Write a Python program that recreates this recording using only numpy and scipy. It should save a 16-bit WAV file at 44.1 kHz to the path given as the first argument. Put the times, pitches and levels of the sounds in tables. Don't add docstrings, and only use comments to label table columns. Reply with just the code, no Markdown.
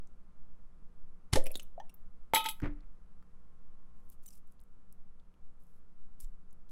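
import sys
import numpy as np
from scipy import signal
from scipy.fft import rfft, irfft, next_fast_len
from scipy.io import wavfile
from scipy.ndimage import uniform_filter1d

SR = 44100
rng = np.random.default_rng(int(sys.argv[2]) if len(sys.argv) > 2 else 0)


def wav_out(sig):
    wavfile.write(sys.argv[1], SR, np.round(np.clip(np.atleast_2d(sig).T, -1, 1) * 32767).astype(np.int16))


N = 295911
TIME = np.arange(N) / SR

ZONES_HZ = [1000, 2500, 10040]


def amp(db):
    return 10 ** (np.asarray(db) / 20)


def evened(x):
    return x / np.sqrt(np.mean(x ** 2) + 1e-20)


def read_spectrum(points, hz):
    point_hz, point_db = np.transpose(points)
    return np.interp(np.log(hz + 1), np.log(point_hz + 1), point_db)


def add(mix, start_s, sound):
    part = mix[round(start_s * SR):][:len(sound)]
    part += sound[:len(part)]


def colour(x, spectrum):
    hz = np.fft.rfftfreq(len(x), 1 / SR)
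    return irfft(rfft(x) * amp(read_spectrum(spectrum, hz)), len(x))


def noise(spectrum, size=N):
    hiss = rng.standard_normal(next_fast_len(size))
    return evened(colour(hiss, spectrum))[:size]


def patches(depth_db, count):
    heights_db = depth_db * np.clip(rng.standard_normal(count), -2, 2)
    return np.transpose([np.linspace(0, SR / 2, count), heights_db])


def wander(size, smooth_samples):
    return evened(uniform_filter1d(rng.standard_normal(size), smooth_samples))


def envelope(events, rise_s, t60):
    power = np.zeros(N)
    for start_s, length_s, level_db in events:
        before = np.maximum(start_s - TIME, 0) / rise_s
        after = np.maximum(TIME - start_s - length_s, 0) / t60
        down_db = 60 * (before + after)
        near = down_db < 100
        power[near] += amp(level_db - down_db[near]) ** 2
    return np.sqrt(power)


def bursts(events, rise_s, t60):
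    return envelope([(start_s, 0, level_db) for start_s, level_db in events], rise_s, t60)


def rub(gain, spectrum, grains_per_s, spread_db):
    size = next_fast_len(N)
    present = rng.random(size) < grains_per_s / SR
    signs = rng.choice([-1, 1], size)
    sizes = amp(spread_db * np.minimum(rng.exponential(1, size), 4))
    return evened(colour(present * signs * sizes, spectrum))[:N] * gain


def notes(rows, glide):
    out, t = np.zeros(N), np.arange(SR) / SR
    for start_s, pitch_hz, level_db, rise_s, t60 in rows:
        drift = 1 + glide * (1 - np.exp(-t / t60 * np.log(1000)))
        turns = np.cumsum(pitch_hz * drift) / SR
        swell = 1 - np.exp(-t / rise_s)
        add(out, start_s, amp(level_db - 60 * t / t60) * swell * np.sin(2 * np.pi * turns))
    return out


def clicks(rows, spectrum, sharpness, patchy_db):
    out, t = np.zeros(N), np.arange(4096) / SR
    hz = np.fft.rfftfreq(len(t), 1 / SR) + 1
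    for start_s, level_db, ring_hz, t60, snap_db in rows:
        resonance = 1 / (1 + 1j * sharpness * (hz / ring_hz - ring_hz / hz)) ** 2
        ring = irfft(rfft(rng.standard_normal(len(t))) * resonance)
        snap = colour(noise(spectrum, size=len(t)), patches(patchy_db, count=40))
        fade = amp(-60 * t / t60)
        click = evened(ring * fade) + amp(snap_db) * evened(snap * fade)
        add(out, start_s, amp(level_db) * click * np.sqrt(np.mean(fade ** 2)))
    return out


def room(x):
    wet_db, t60 = -17, 0.26
    t = np.arange(SR // 2) / SR
    tail = noise([(20, -19), (200, 4.5), (4000, -5), (15000, -5.5)], size=len(t))
    tail = tail * amp(-60 * t / t60) * (t > .004)
    return x + amp(wet_db) * signal.fftconvolve(x, tail / np.linalg.norm(tail))[:N]


def room_tone():
    # (pitch_hz, relative_db per Hz)
    air_colour = [(5, 46.5), (12, 41.5), (25, 20.5), (38, 12.5), (52, 18), (90, 1.5), (180, 5), (300, -4.5),
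                  (600, -11.5), (1200, -13), (2000, -22), (4000, -30.5), (11500, -34), (12500, -42),
                  (16000, -46)]
    # (pitch_hz, relative_db)
    hum_tones = [(183.0, -74.5), (484.5, -85), (1055, -89), (1217, -89), (1335, -89.5), (1427, -96)]
    # (time_s, gain_db)
    steps = [(4.07, 1), (4.11, -0.5)]
    air_db, hum_trim_db, waver_hz = -41, -2, 3
    hum = np.zeros(N)
    for pitch_hz, relative_db in hum_tones:
        turns = np.cumsum(pitch_hz + waver_hz * wander(N, 4000)) / SR
        hum += amp(relative_db + hum_trim_db) * np.sqrt(2) * np.sin(2 * np.pi * turns)
    return (amp(air_db) * noise(air_colour) + hum) * amp(np.interp(TIME, *np.transpose(steps)))


def whine():
    # (start_s, length_s, level_db)
    spells = [(3.33, 0.77, -84.5)]
    pitch_hz, waver_hz = 1075, 14
    turns = np.cumsum(pitch_hz + waver_hz * wander(N, 1500)) / SR
    return np.sqrt(2) * np.sin(2 * np.pi * turns) * envelope(spells, rise_s=0.16, t60=.2)


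def air_pushes():
    # (start_s, pitch_hz, level_db, rise_s, t60_s)
    pushes = [(1.328, 65, -22.5, 0.0035, 0.13), (1.36, 6.9, -9.5, 0.022, 0.55),
              (6.235, 16.4, -25, 0.013, 0.33)]
    return notes(pushes, glide=0)


def handling():
    # (start_s, level_db, ring_hz)
    tap_rows = [(.072, -67, 6660), (2.6016, -46.5, 1540), (2.618, -61, 5500), (2.8059, -67.5, 4060),
                (3.226, -63.5, 1200), (4.594, -70, 4000), (5.1983, -69, 3740), (5.341, -71.5, 2940),
                (6.6911, -68, 4170)]
    t60, snap_db = 0.019, -9.5
    taps = [(start_s, level_db, ring_hz, t60, snap_db) for start_s, level_db, ring_hz in tap_rows]
    return clicks(taps, [(300, 0), (2500, 0), (9000, -7), (15500, -3)], sharpness=2.8, patchy_db=5.5)


def squeak():
    # (start_s, length_s, level_db, slip_rate_hz, glide_share, unevenness_share)
    squeaks = [(4.263, 0.007, -51, 3440, .2, 0.038), (4.275, 0.015, -55, 3050, -0.026, .007),
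               (4.304, 0.0063, -60, 2800, -0.05, .055), (4.322, 0.02, -64.5, 2960, -0.13, .07)]
    harmonics_db = (-3, 12.5, 12.5, 10, 3)
    out = np.zeros(N)
    for start_s, length_s, level_db, slip_hz, glide, uneven in squeaks:
        along = np.linspace(0, 1, round(length_s * SR))
        wobble = wander(SR, 24)[:len(along)]
        turns = np.cumsum(slip_hz * (1 + glide * along + uneven * wobble)) / SR
        tone = np.zeros(len(along))
        for number, db in enumerate(harmonics_db, start=1):
            tone += amp(db) * np.cos(2 * np.pi * number * turns)
        add(out, start_s, amp(level_db) * evened(tone) * np.sin(np.pi * along))
    return out


def onion():
    # (start_s, level_db, ring_hz)
    tick_rows = [(4.092, -61, 12050), (4.1005, -47.5, 11500), (4.261, -46.5, 7800), (4.288, -48.5, 6950),
                 (4.3532, -57.5, 11100), (4.4746, -66.5, 10960), (4.522, -61.5, 9000), (4.6023, -62, 11100),
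                 (4.614, -62, 8920), (4.6378, -63, 10980), (4.9261, -51, 11700), (5.636, -66, 11900),
                 (6.2033, -44.5, 10080), (6.2084, -46, 9100), (6.2457, -53, 7980), (6.509, -67.5, 7120),
                 (6.529, -58.5, 10520)]
    # (start_s, length_s, level_db)
    crunches = [(3.96, 0.15, -87.5), (4.12, 0.014, -68), (4.231, .017, -71.5), (4.305, 0.074, -69.5),
                (4.48, 0.061, -86), (5.6, .18, -83), (6.203, 0.036, -62), (6.695, 0.014, -75.5)]
    # (pitch_hz, relative_db)
    flesh = [(100, -45), (500, -35), (2000, -10.5), (4000, -7), (8000, 0.5), (12000, 4), (15500, -4)]
    t60, snap_db = 0.008, -9.5
    rows = [(start_s, level_db, ring_hz, t60, snap_db) for start_s, level_db, ring_hz in tick_rows]
    ticks = clicks(rows, flesh, sharpness=2.1, patchy_db=6)
    crunch_gain = envelope(crunches, rise_s=0.03, t60=0.064)
    return ticks + squeak() + rub(crunch_gain, flesh, grains_per_s=3300, spread_db=4.5)


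def jar():
    # (start_s, strength_db)
    set_down = [(2.622, 0.5), (2.669, -8.5)]
    # (pitch_hz, relative_db, t60_s)
    counter = [(26.24, -29, 0.65), (54, -39, 0.43), (115, -25, 0.064), (177.8, -33, 0.14),
               (294.4, -31, 0.27)]
    # (start_s, length_s, level_db)
    scuffs = [(2.622, .003, -44), (2.633, 0.023, -39), (2.76, 0.073, -69)]
    # (pitch_hz, relative_db)
    slide_colour = [(100, 10), (350, 1.5), (700, -4), (1200, -6.5), (1600, -7), (2100, -6.5), (3000, -20),
                    (5000, -34.5), (9000, -44), (15000, -51.5)]
    rise_s = 0.0038
    rows = []
    for start_s, strength_db in set_down:
        for pitch_hz, relative_db, t60 in counter:
            rows.append((start_s, pitch_hz, strength_db + relative_db, rise_s, t60))
    thuds = notes(rows, glide=0)
    scuff_gain = envelope(scuffs, rise_s=0.018, t60=0.16)
    return thuds + rub(scuff_gain, slide_colour, grains_per_s=940, spread_db=-0.5)


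def seal():
    # (start_s, level_db)
    rips = [(1.3305, -30.5), (1.3345, -22), (1.358, -24.5)]
    # (start_s, length_s, level_db)
    inrush = [(1.33, 0.045, -39)]
    # (pitch_hz, relative_db)
    seal_colour = [(59, -37.5), (100, 1.5), (253, -20.5), (411, -14), (530, -28), (861, -16), (1370, -30.5),
                   (1920, -21.5), (2930, -22.5), (7730, -26), (8580, -26.5), (10200, -25), (15500, -46.5)]
    rip_gain = bursts(rips, rise_s=0.0094, t60=.034)
    inrush_gain = envelope(inrush, rise_s=0.014, t60=.085)
    return rub(np.hypot(rip_gain, inrush_gain), seal_colour, grains_per_s=7000, spread_db=2.5)


def air_under_lid():
    # (start_s, pitch_hz, level_db)
    pop_rows = [(1.3555, 270, -23), (1.3565, 824, -22), (1.357, 1790, -29), (1.362, 432, -20.5),
                (1.370, 517, -18), (1.374, 628, -24.5), (1.779, 667, -32.5), (1.8, 790, -33.5),
                (1.8005, 1750, -48), (1.812, 888, -44)]
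    # (start_s, level_db)
    gulps = [(1.388, -41.5), (1.466, -45), (1.509, -50), (1.553, -64), (1.595, -62), (1.786, -55.5)]
    # (pitch_hz, relative_db)
    gap_colour = [(250, -53.5), (420, -12.5), (520, 0), (620, -2.5), (750, -14.5), (1500, -44), (6000, -77)]
    rise_s, t60 = .0013, .038
    rows = [(start_s, pitch_hz, level_db, rise_s, t60) for start_s, pitch_hz, level_db in pop_rows]
    gulp_gain = bursts(gulps, rise_s=.06, t60=0.089)
    return notes(rows, glide=.04) + rub(gulp_gain, gap_colour, grains_per_s=2200, spread_db=0.0)


def thread():
    # (start_s, level_db, ring_hz, snap_db)
    catches = [(1.4392, -45, 9800, -23), (1.459, -49, 2420, 3), (1.4662, -40.5, 2430, 4),
               (1.505, -53, 2520, -8), (1.516, -43, 11300, -11), (1.542, -53.5, 4300, -4),
               (1.555, -34.5, 3740, -3.5), (1.572, -44, 10400, -8), (1.5964, -44, 2820, -1.5),
               (1.6218, -64, 6000, 4), (1.63, -52, 12500, -5), (1.7999, -56.5, 3150, -1.5),
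               (1.895, -59, 2760, 0.5), (1.942, -53, 13100, -20)]
    t60 = 0.033
    rows = [(start_s, level_db, ring_hz, t60, snap_db) for start_s, level_db, ring_hz, snap_db in catches]
    snap_colour = [(300, -7.0), (1300, -14), (2200, -8.5), (9000, -1), (15500, -10.5)]
    return clicks(rows, snap_colour, sharpness=5, patchy_db=8.5)


def contact(strength_db, centre_hz):
    below_db_per_octave, above_db_per_octave = 10.5, 6
    octaves = np.log2(np.array(ZONES_HZ) / centre_hz)
    weakening_db = np.minimum(below_db_per_octave * octaves, -above_db_per_octave * octaves)
    return np.transpose([ZONES_HZ, strength_db + weakening_db])


def lid():
    # (start_s, strength_db, centre_hz)
    clinks = [(2.336, -20.5, 1000), (2.3368, -30.5, 8930), (2.3455, -20.5, 7000), (2.3486, -16.5, 5500),
              (2.3587, -21.5, 2700), (2.3665, -24.5, 1100), (2.376, -29, 5500), (2.407, -38.5, 2180),
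              (2.442, -33.5, 4060), (2.454, -29.5, 990), (2.4599, -27, 3200), (2.4873, -20.5, 4500),
              (2.491, -23.5, 12000), (2.511, -30, 12000)]
    # (pitch_hz, relative_db, t60_s)
    lid_modes = [(296, -27, .3), (864, -10, .17), (894, -2, .28), (1277, -12, .45), (1318, -20, .22),
                 (2125, -14, .1), (2507, -17, .25), (2555, -18, .32), (2997, -15, .27), (3047, -15, .2),
                 (3226, -17, .15), (3275, -8, .19), (3321, -12, .14), (3582, -17, .36), (3826, -13, .25),
                 (3885, -13, .14), (4161, -22, .2), (4565, -23, .17), (4990, -21, .15), (6358, -26, .16),
                 (7273, -22, .12), (7940, -11, .07), (10161, -12, .13), (11800, -24, .13),
                 (12700, -23, .14), (13518, -24, .13), (14330, -19, .09), (14560, -22, .11)]
    # (pitch_hz, relative_db)
    clatter_colour = [(100, -20), (350, 1), (800, 3), (1100, -5), (1500, -7), (2100, 2.5), (2800, 1.5),
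                      (3600, 1.5), (4500, -3.5), (9000, -8.5), (11000, 4), (15500, -4)]
    # (pitch_hz, relative_db)
    crack_colour = [(100, -17), (500, -9), (1500, -7.5), (2100, 13.5), (2800, -2.5), (5000, -9.5),
                    (9000, -8.5), (15500, -11)]
    clatter_db, clatter_t60 = -7, 0.13
    crack_db, crack_t60 = 3, 0.019
    rest_s, damping_db_per_s = 2.4673, 210
    rocking_share, flat_share = 0.91, 1

    out, t = np.zeros(N), np.arange(SR * 3 // 4) / SR
    hz, mode_db, t60 = np.transpose(lid_modes)
    pole = 2j * np.pi * hz - np.log(1000) / t60
    modes = np.exp(pole[:, None] * t)
    crowd = patches(5, count=220)
    swing = 1e-9 * np.exp(2j * np.pi * rng.random(len(hz)))
    last_s = clinks[0][0]
    for start_s, strength_db, centre_hz in clinks:
        blow = contact(strength_db, centre_hz)
        share = rocking_share if start_s < rest_s else flat_share
        gap_s = (round(start_s * SR) - round(last_s * SR)) / SR
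        swing = swing * np.exp(pole * gap_s)
        kept = swing * np.where(hz < ZONES_HZ[0], share, 1)
        push = rng.choice([-1, 1], len(hz)) * amp(mode_db + read_spectrum(blow, hz))
        struck = kept + 1j * push * swing / abs(swing)
        add(out, start_s, ((struck - swing)[:, None] * modes).imag.sum(0))
        swing, last_s = struck, start_s
        clatter = evened(colour(noise(clatter_colour, size=len(t)), crowd))
        add(out, start_s, colour(clatter, blow) * amp(clatter_db - 60 * t / clatter_t60))
        crack = evened(colour(noise(crack_colour, size=len(t)), patches(4, count=30)))
        add(out, start_s, colour(crack, blow) * amp(crack_db - 60 * t / crack_t60))
    return out * amp(-damping_db_per_s * np.maximum(TIME - rest_s, 0))


def scene():
    background = room_tone() + whine() + air_pushes()
    opening = seal() + air_under_lid() + thread()
    return (background + room(handling() + onion() + jar() + opening + lid()))[None]


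def record(dry):
    edge_hz = 15950
    low_pass = signal.firwin(255, edge_hz, window=("kaiser", 9), fs=SR)
    return signal.oaconvolve(dry, low_pass[None], "same")


dry = scene()
out = record(dry)
wav_out(out)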